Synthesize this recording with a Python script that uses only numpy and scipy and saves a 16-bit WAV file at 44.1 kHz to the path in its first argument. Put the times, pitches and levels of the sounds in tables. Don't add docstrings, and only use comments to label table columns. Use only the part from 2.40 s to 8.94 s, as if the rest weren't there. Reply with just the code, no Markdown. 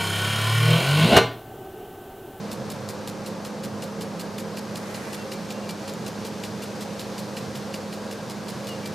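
import sys
import numpy as np
from scipy import signal
from scipy.fft import rfft, irfft, next_fast_len
from scipy.io import wavfile
from scipy.ndimage import map_coordinates

SR = 44100
rng = np.random.default_rng(int(sys.argv[2]) if len(sys.argv) > 2 else 0)


def dump(signal):
    limited = np.clip(np.atleast_2d(signal).T, -1, 1)
    pcm = np.round(limited * 32767).astype(np.int16)
    wavfile.write(sys.argv[1], SR, pcm)


N = 288414

BEAT_S = 0.18684
# (frequency [Hz], side minus middle [dB])
BACKGROUND_WIDTH = [(150, -17), (300, -10), (550, -16), (1000, -10), (2000, -11.5)]


def splashes(snap_db=-33.5, fan_db=-41.5, mist_db=-6.5, flutter_db=1.8):
    # (frequency [Hz], relative level [dB])
    snap_spectrum = [(800, -15), (2000, -12), (3000, -0.5), (4300, 2.5), (6000, -7), (7200, -2),
                     (9500, -5.5), (12500, -10.5), (15500, -19)]
    fan_spectrum = [(800, -11), (2000, -1.5), (3000, -1.5), (4300, 2), (6000, -2.5), (9000, -3),
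                    (12500, -6.5), (15500, -14)]
    # (frequency [Hz], width [Hz], gain [dB])
    spoon_resonances = [(2860, 160, 0.5), (3470, 220, 2.5), (4130, 150, 3.5), (4700, 180, 2),
                        (4670, 110, 1.5), (5090, 180, 5), (5940, 120, 1), (5940, 180, 0), (7130, 280, 2.5),
                        (7450, 180, 1.5), (8200, 200, -1.5), (9570, 300, -7), (9750, 200, 3.5),
                        (10300, 250, 0), (10900, 300, 4.5), (13200, 500, -3), (14600, 300, 2)]
    # (frequency [Hz], side minus middle [dB])
    width = [(3000, -58), (7000, -14), (10000, -2), (13000, -8), (15000, -22)]
    # (time [s], gain above 8 kHz [dB])
    brightness = [(0, 5), (1.1, 2), (2.0, 3.5), (3.2, 1), (4.5, 1.5), (5.5, 0), (6.54, 2)]
    t = np.arange(-SR // 150, SR // 8) / SR
    crest_db = 2 * np.exp(-((t - 0.015) / 0.0016) ** 2)
    snap_level, fan_level = np.zeros(N), np.zeros(N)
    times = beat_times()
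    for s, (strength, stay) in zip(times, rng.standard_normal((len(times), 2))):
        level_db = snap_db - 0.5 * s + 2 * strength
        add(snap_level, s + t[0], amp(level_db) * burst(t, rise=0.0011, hold=0, t60=0.0087))
        hold = 0.022 * (1 + 0.04 * stay)
        spray = burst(t, rise=0.0037, hold=hold, t60=0.036)
        mist = amp(mist_db) * burst(t, rise=0.0037, hold=hold, t60=0.18)
        add(fan_level, s + t[0], amp(fan_db + crest_db) * np.maximum(spray, mist))
    snap = snap_level * coloured(rng.standard_normal((2, N)), snap_spectrum, width, spoon_resonances)
    fan = fan_level * coloured(droplets(per_s=3000, share=0.35), fan_spectrum, width, spoon_resonances)
    water = snap + fan * amp(flutter_db * wobble(500))
    sizzle = filtered(water, lambda hz: 1 - 1 / (1 + (hz / 8000) ** 6))
    return water + (amp(over_time(brightness)) - 1) * sizzle


def knocks(boost_db=1.0, lag_s=0.001156, attack_s=0.00036):
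    # (frequency [Hz], relative level [dB], time to fade by 60 dB [s])
    head_tones = [(1610, -11, 0.027), (1900, -1, 0.028), (2400, 0.5, 0.039), (2540, -1.5, 0.027),
                  (2853, 7, 0.025), (2840, -12, 0.032), (3700, -14, 0.018), (4070, -1, 0.034),
                  (4600, -1, 0.032), (5230, -2, 0.049), (7130, -1, 0.038)]
    # (time [s], relative level [dB])
    force = [(.3, -55), (.9, -46), (1.7, -45), (2.9, -39), (4.5, -48.5), (5.3, -44), (6.3, -49)]
    # (time [s], extra level [dB])
    hard_knocks = [(4.04, 8), (4.97, 7.5), (5.34, 7), (6.46, 7.5)]
    t = np.arange(SR // 10) / SR
    hz, db, t60 = np.transpose(head_tones)[:, :, None]
    onset = 1 - np.exp(-t / attack_s)
    track = np.zeros(N)
    for s in beat_times():
        blow_db = np.interp(s, *np.transpose(force)) + boost_db
        blow_db += sum(extra for at, extra in hard_knocks if abs(at - s) < BEAT_S / 2)
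        scatter_db, detune, phase = rng.standard_normal((3, len(head_tones), 1))
        tones = np.sin(2 * np.pi * (hz * (1 + 0.0088 * detune) * t + phase))
        fades = amp(db + scatter_db - 60 * t / t60)
        add(track, s + lag_s, amp(blow_db) * onset * (fades * tones).sum(0))
    return track


def beat_times(first_s=0.1157, quickens_at_s=3.4, late_beat_s=0.18617):
    times = [first_s]
    while times[-1] + BEAT_S < N / SR:
        times.append(times[-1] + (BEAT_S if times[-1] < quickens_at_s else late_beat_s))
    return np.array(times)


def jet(boost_db=2.0):
    # (time [s], relative level [dB])
    levels = [(0, -48.5), (1.26, -49.5), (2.6, -47.5), (4.68, -46), (5.65, -47.5), (6.54, -46)]
    # (frequency [Hz], relative level [dB])
    spectrum = [(400, -28), (1500, -0.5), (2500, 1), (3400, -0.5), (4500, 1.5), (6200, -1.5), (7500, -6),
                (9500, -8), (11000, -12.5), (13000, -15), (15000, -23), (16000, -28)]
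    # (frequency [Hz], side minus middle [dB])
    width = [(2000, -7.5), (3600, -15), (4600, -10.5), (6200, -12.5), (8000, -5.5), (9800, -1), (11500, -4),
             (13000, -54), (15000, -45)]
    level = amp(over_time(levels) + boost_db + 0.28 * wobble(14))
    return level * coloured(droplets(per_s=700, share=0.087), spectrum, width)


def shower(near_db=-43.5, far_db=-73, nearest_at_s=2.604, halving_s=0.21):
    # (frequency [Hz], relative level [dB])
    spectrum = [(500, -14), (1200, 2), (2000, 6.5), (3500, -10), (6000, -7.5), (10000, -4.5), (13500, -15),
                (15500, -27)]
    # (frequency [Hz], side minus middle [dB])
    width = [(2000, -3), (6000, -5), (10000, 7), (14000, -5)]
    nearness = 0.5 ** (((np.arange(N) / SR - nearest_at_s) / halving_s) ** 2)
    level = amp(far_db) + amp(near_db) * nearness
    return level * coloured(droplets(per_s=1500, share=0.45), spectrum, width)


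def stray_drops(t60=0.014):
    # (time [s], relative level [dB], pitch [Hz])
    landings = [(3.537, -28, 7060), (6.2457, -32.5, 6500)]
    t = np.arange(SR // 30) / SR
    track = np.zeros(N)
    for s, db, hz in landings:
        tick = 0.54 * np.sin(2 * np.pi * hz * t) + 0.3 * rng.standard_normal(len(t))
        add(track, s, amp(db - 60 * t / t60) * tick)
    return track


def pump(shaft_hz=51.2, rush_db=-35.0, hum_trim_db=-0.35, waver_db=0.35, swell_db=0.14):
    # (frequency [Hz], relative level [dB])
    spectrum = [(20, -39), (40, -27), (60, -12.5), (90, -7), (150, -2.5), (225, 3.5), (280, -2.5),
                (400, 2.5), (560, -0.5), (700, -2), (1000, -3.5), (1500, -10), (2200, -19), (5000, -46.5)]
    # (frequency [Hz], width [Hz], gain [dB])
    housing = [(127, 10.4, 12.5), (172, 13.3, 12), (225, 37, 4.5), (450.3, 16, 8), (503, 14, 4.5),
               (537, 38, 8.5), (636, 22, 4.5), (838, 36, 1.5), (923, 42, -1.5), (937, 19, 3),
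               (1610, 80, 4.5)]
    # (multiple of the shaft's speed, relative level [dB])
    hum_tones = [(1, -68.5), (2, -51), (3, -55.5), (4, -39), (5, -55), (6, -50), (7, -56)]
    rush = amp(rush_db) * coloured(rng.standard_normal((2, N)), spectrum, BACKGROUND_WIDTH, housing)
    midrange = filtered(rush, lambda hz: 1 / (1 + ((hz - 510) / 120) ** 4))
    speed_hz = shaft_hz * (1 + 0.0014 * wobble(3.03))
    angle = 2 * np.pi * np.cumsum(speed_hz) / SR
    hum = np.zeros(N)
    for multiple, db in hum_tones:
        level = np.sqrt(2) * amp(db + hum_trim_db + waver_db * wobble(2.886))
        hum += level * np.sin(round(multiple) * angle + 2 * np.pi * rng.random())
    swell = amp(swell_db * wobble(1.5)) - 1
    return rush + swell * midrange + hum


def bird(echo_db=-8, echo_t60=0.6):
    # (time [s], length [s], start pitch [Hz], end pitch [Hz], level [dB])
    notes = [(2.757, 0.093, 2750, 2710, -45.5), (2.935, .06, 2340, 2360, -47),
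             (3.134, 0.068, 2725, 2760, -46), (3.213, .05, 2760, 2800, -47), (3.26, 0.098, 2350, 2340, -46),
             (6.27, 0.084, 2930, 2780, -40), (6.42, .07, 2330, 2340, -43.5)]
    track = np.zeros(N)
    for s, length, start_hz, end_hz, db in notes:
        progress = np.linspace(0, 1, int(length * SR))
        phase = 2 * np.pi * np.cumsum(start_hz + (end_hz - start_hz) * progress) / SR
        add(track, s, amp(db) * np.sin(np.pi * progress) * np.sin(phase))
    t = np.arange(SR // 2) / SR
    trees = rng.standard_normal((2, len(t))) * amp(-60 * t / echo_t60)
    echo = signal.fftconvolve(track[None], trees / np.linalg.norm(trees[0]), axes=1)[:, :N]
    return track + amp(echo_db) * echo


def wind(breeze_db=-55):
    # (time [s], length [s], level [dB])
    gusts = [(.3, 0.66, -45), (1.3, 0.5, -48), (4.1, 0.32, -50), (5.1, 0.33, -44.5), (6.5, 0.84, -52)]
    # (frequency [Hz], relative level [dB])
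    spectrum = [(25, -40), (60, -24), (95, -4), (130, 2.5), (170, -8), (300, -26), (1000, -64)]
    t = np.arange(N) / SR
    gusting = sum(amp(db) * np.exp(-(2 * (t - s) / length) ** 2) for s, length, db in gusts)
    return (amp(breeze_db) + gusting) * coloured(rng.standard_normal((2, N)), spectrum, BACKGROUND_WIDTH)


def droplets(per_s, share):
    hits = (rng.random((2, N)) < per_s / SR) * rng.standard_normal((2, N))
    return np.sqrt(1 - share) * rng.standard_normal((2, N)) + np.sqrt(share) * unit(hits)


def coloured(pair, spectrum, width, peaks=()):
    def response(hz):
        peaks_db = sum(gain / (1 + (2 * (hz - centre) / span) ** 2) for centre, span, gain in peaks)
        spread = np.arctan(amp(over_pitch(width, hz)))
        return amp(over_pitch(spectrum, hz) + peaks_db) * np.array([np.cos(spread), np.sin(spread)])
    middle, side = filtered(pair, response)
    return unit(np.array([middle + side, middle - side]))


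def burst(t, rise, hold, t60):
    return np.exp(np.minimum(t, 0) / rise - np.log(1000) * np.maximum(t - hold, 0) / t60)


def amp(db):
    return 10 ** (np.asarray(db) / 20)


def unit(x):
    return x / np.sqrt(np.mean(x ** 2) + 1e-20)


def over_pitch(points, hz):
    frequencies, values = np.transpose(points)
    return np.interp(np.log(hz + 1), np.log(frequencies), values)


def over_time(points):
    return np.interp(np.arange(N) / SR, *np.transpose(points))


def wobble(rate):
    return map_coordinates(rng.standard_normal(int(N * rate / SR) + 4), [np.arange(N) * rate / SR])


def filtered(x, response):
    size = next_fast_len(N + SR // 2)
    return irfft(rfft(x, size) * response(np.fft.rfftfreq(size, 1 / SR)), size)[..., :N]


def panned(x, balance):
    return filtered(x, lambda hz: amp(np.outer([1, -1], over_pitch(balance, hz)) / 2))


def add(track, s, sound):
    start = max(round(s * SR), 0)
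    part = track[start:start + len(sound)]
    part += sound[:len(part)]


def scene():
    # (frequency [Hz], left minus right [dB])
    sprinkler_balance = [(4000, 0.29), (6000, 0.5), (8500, -0.5), (11000, -1.1)]
    background_balance = [(190, -3.5), (300, -0.5), (550, -1.1), (1000, 0.3)]
    sprinkler = splashes() + knocks() + jet() + shower() + stray_drops()
    return panned(sprinkler, sprinkler_balance) + panned(pump() + wind(), background_balance) + bird()


def record(dry):
    return filtered(dry, lambda hz: hz < 15550)


dry = scene()
out = record(dry)
dump(out)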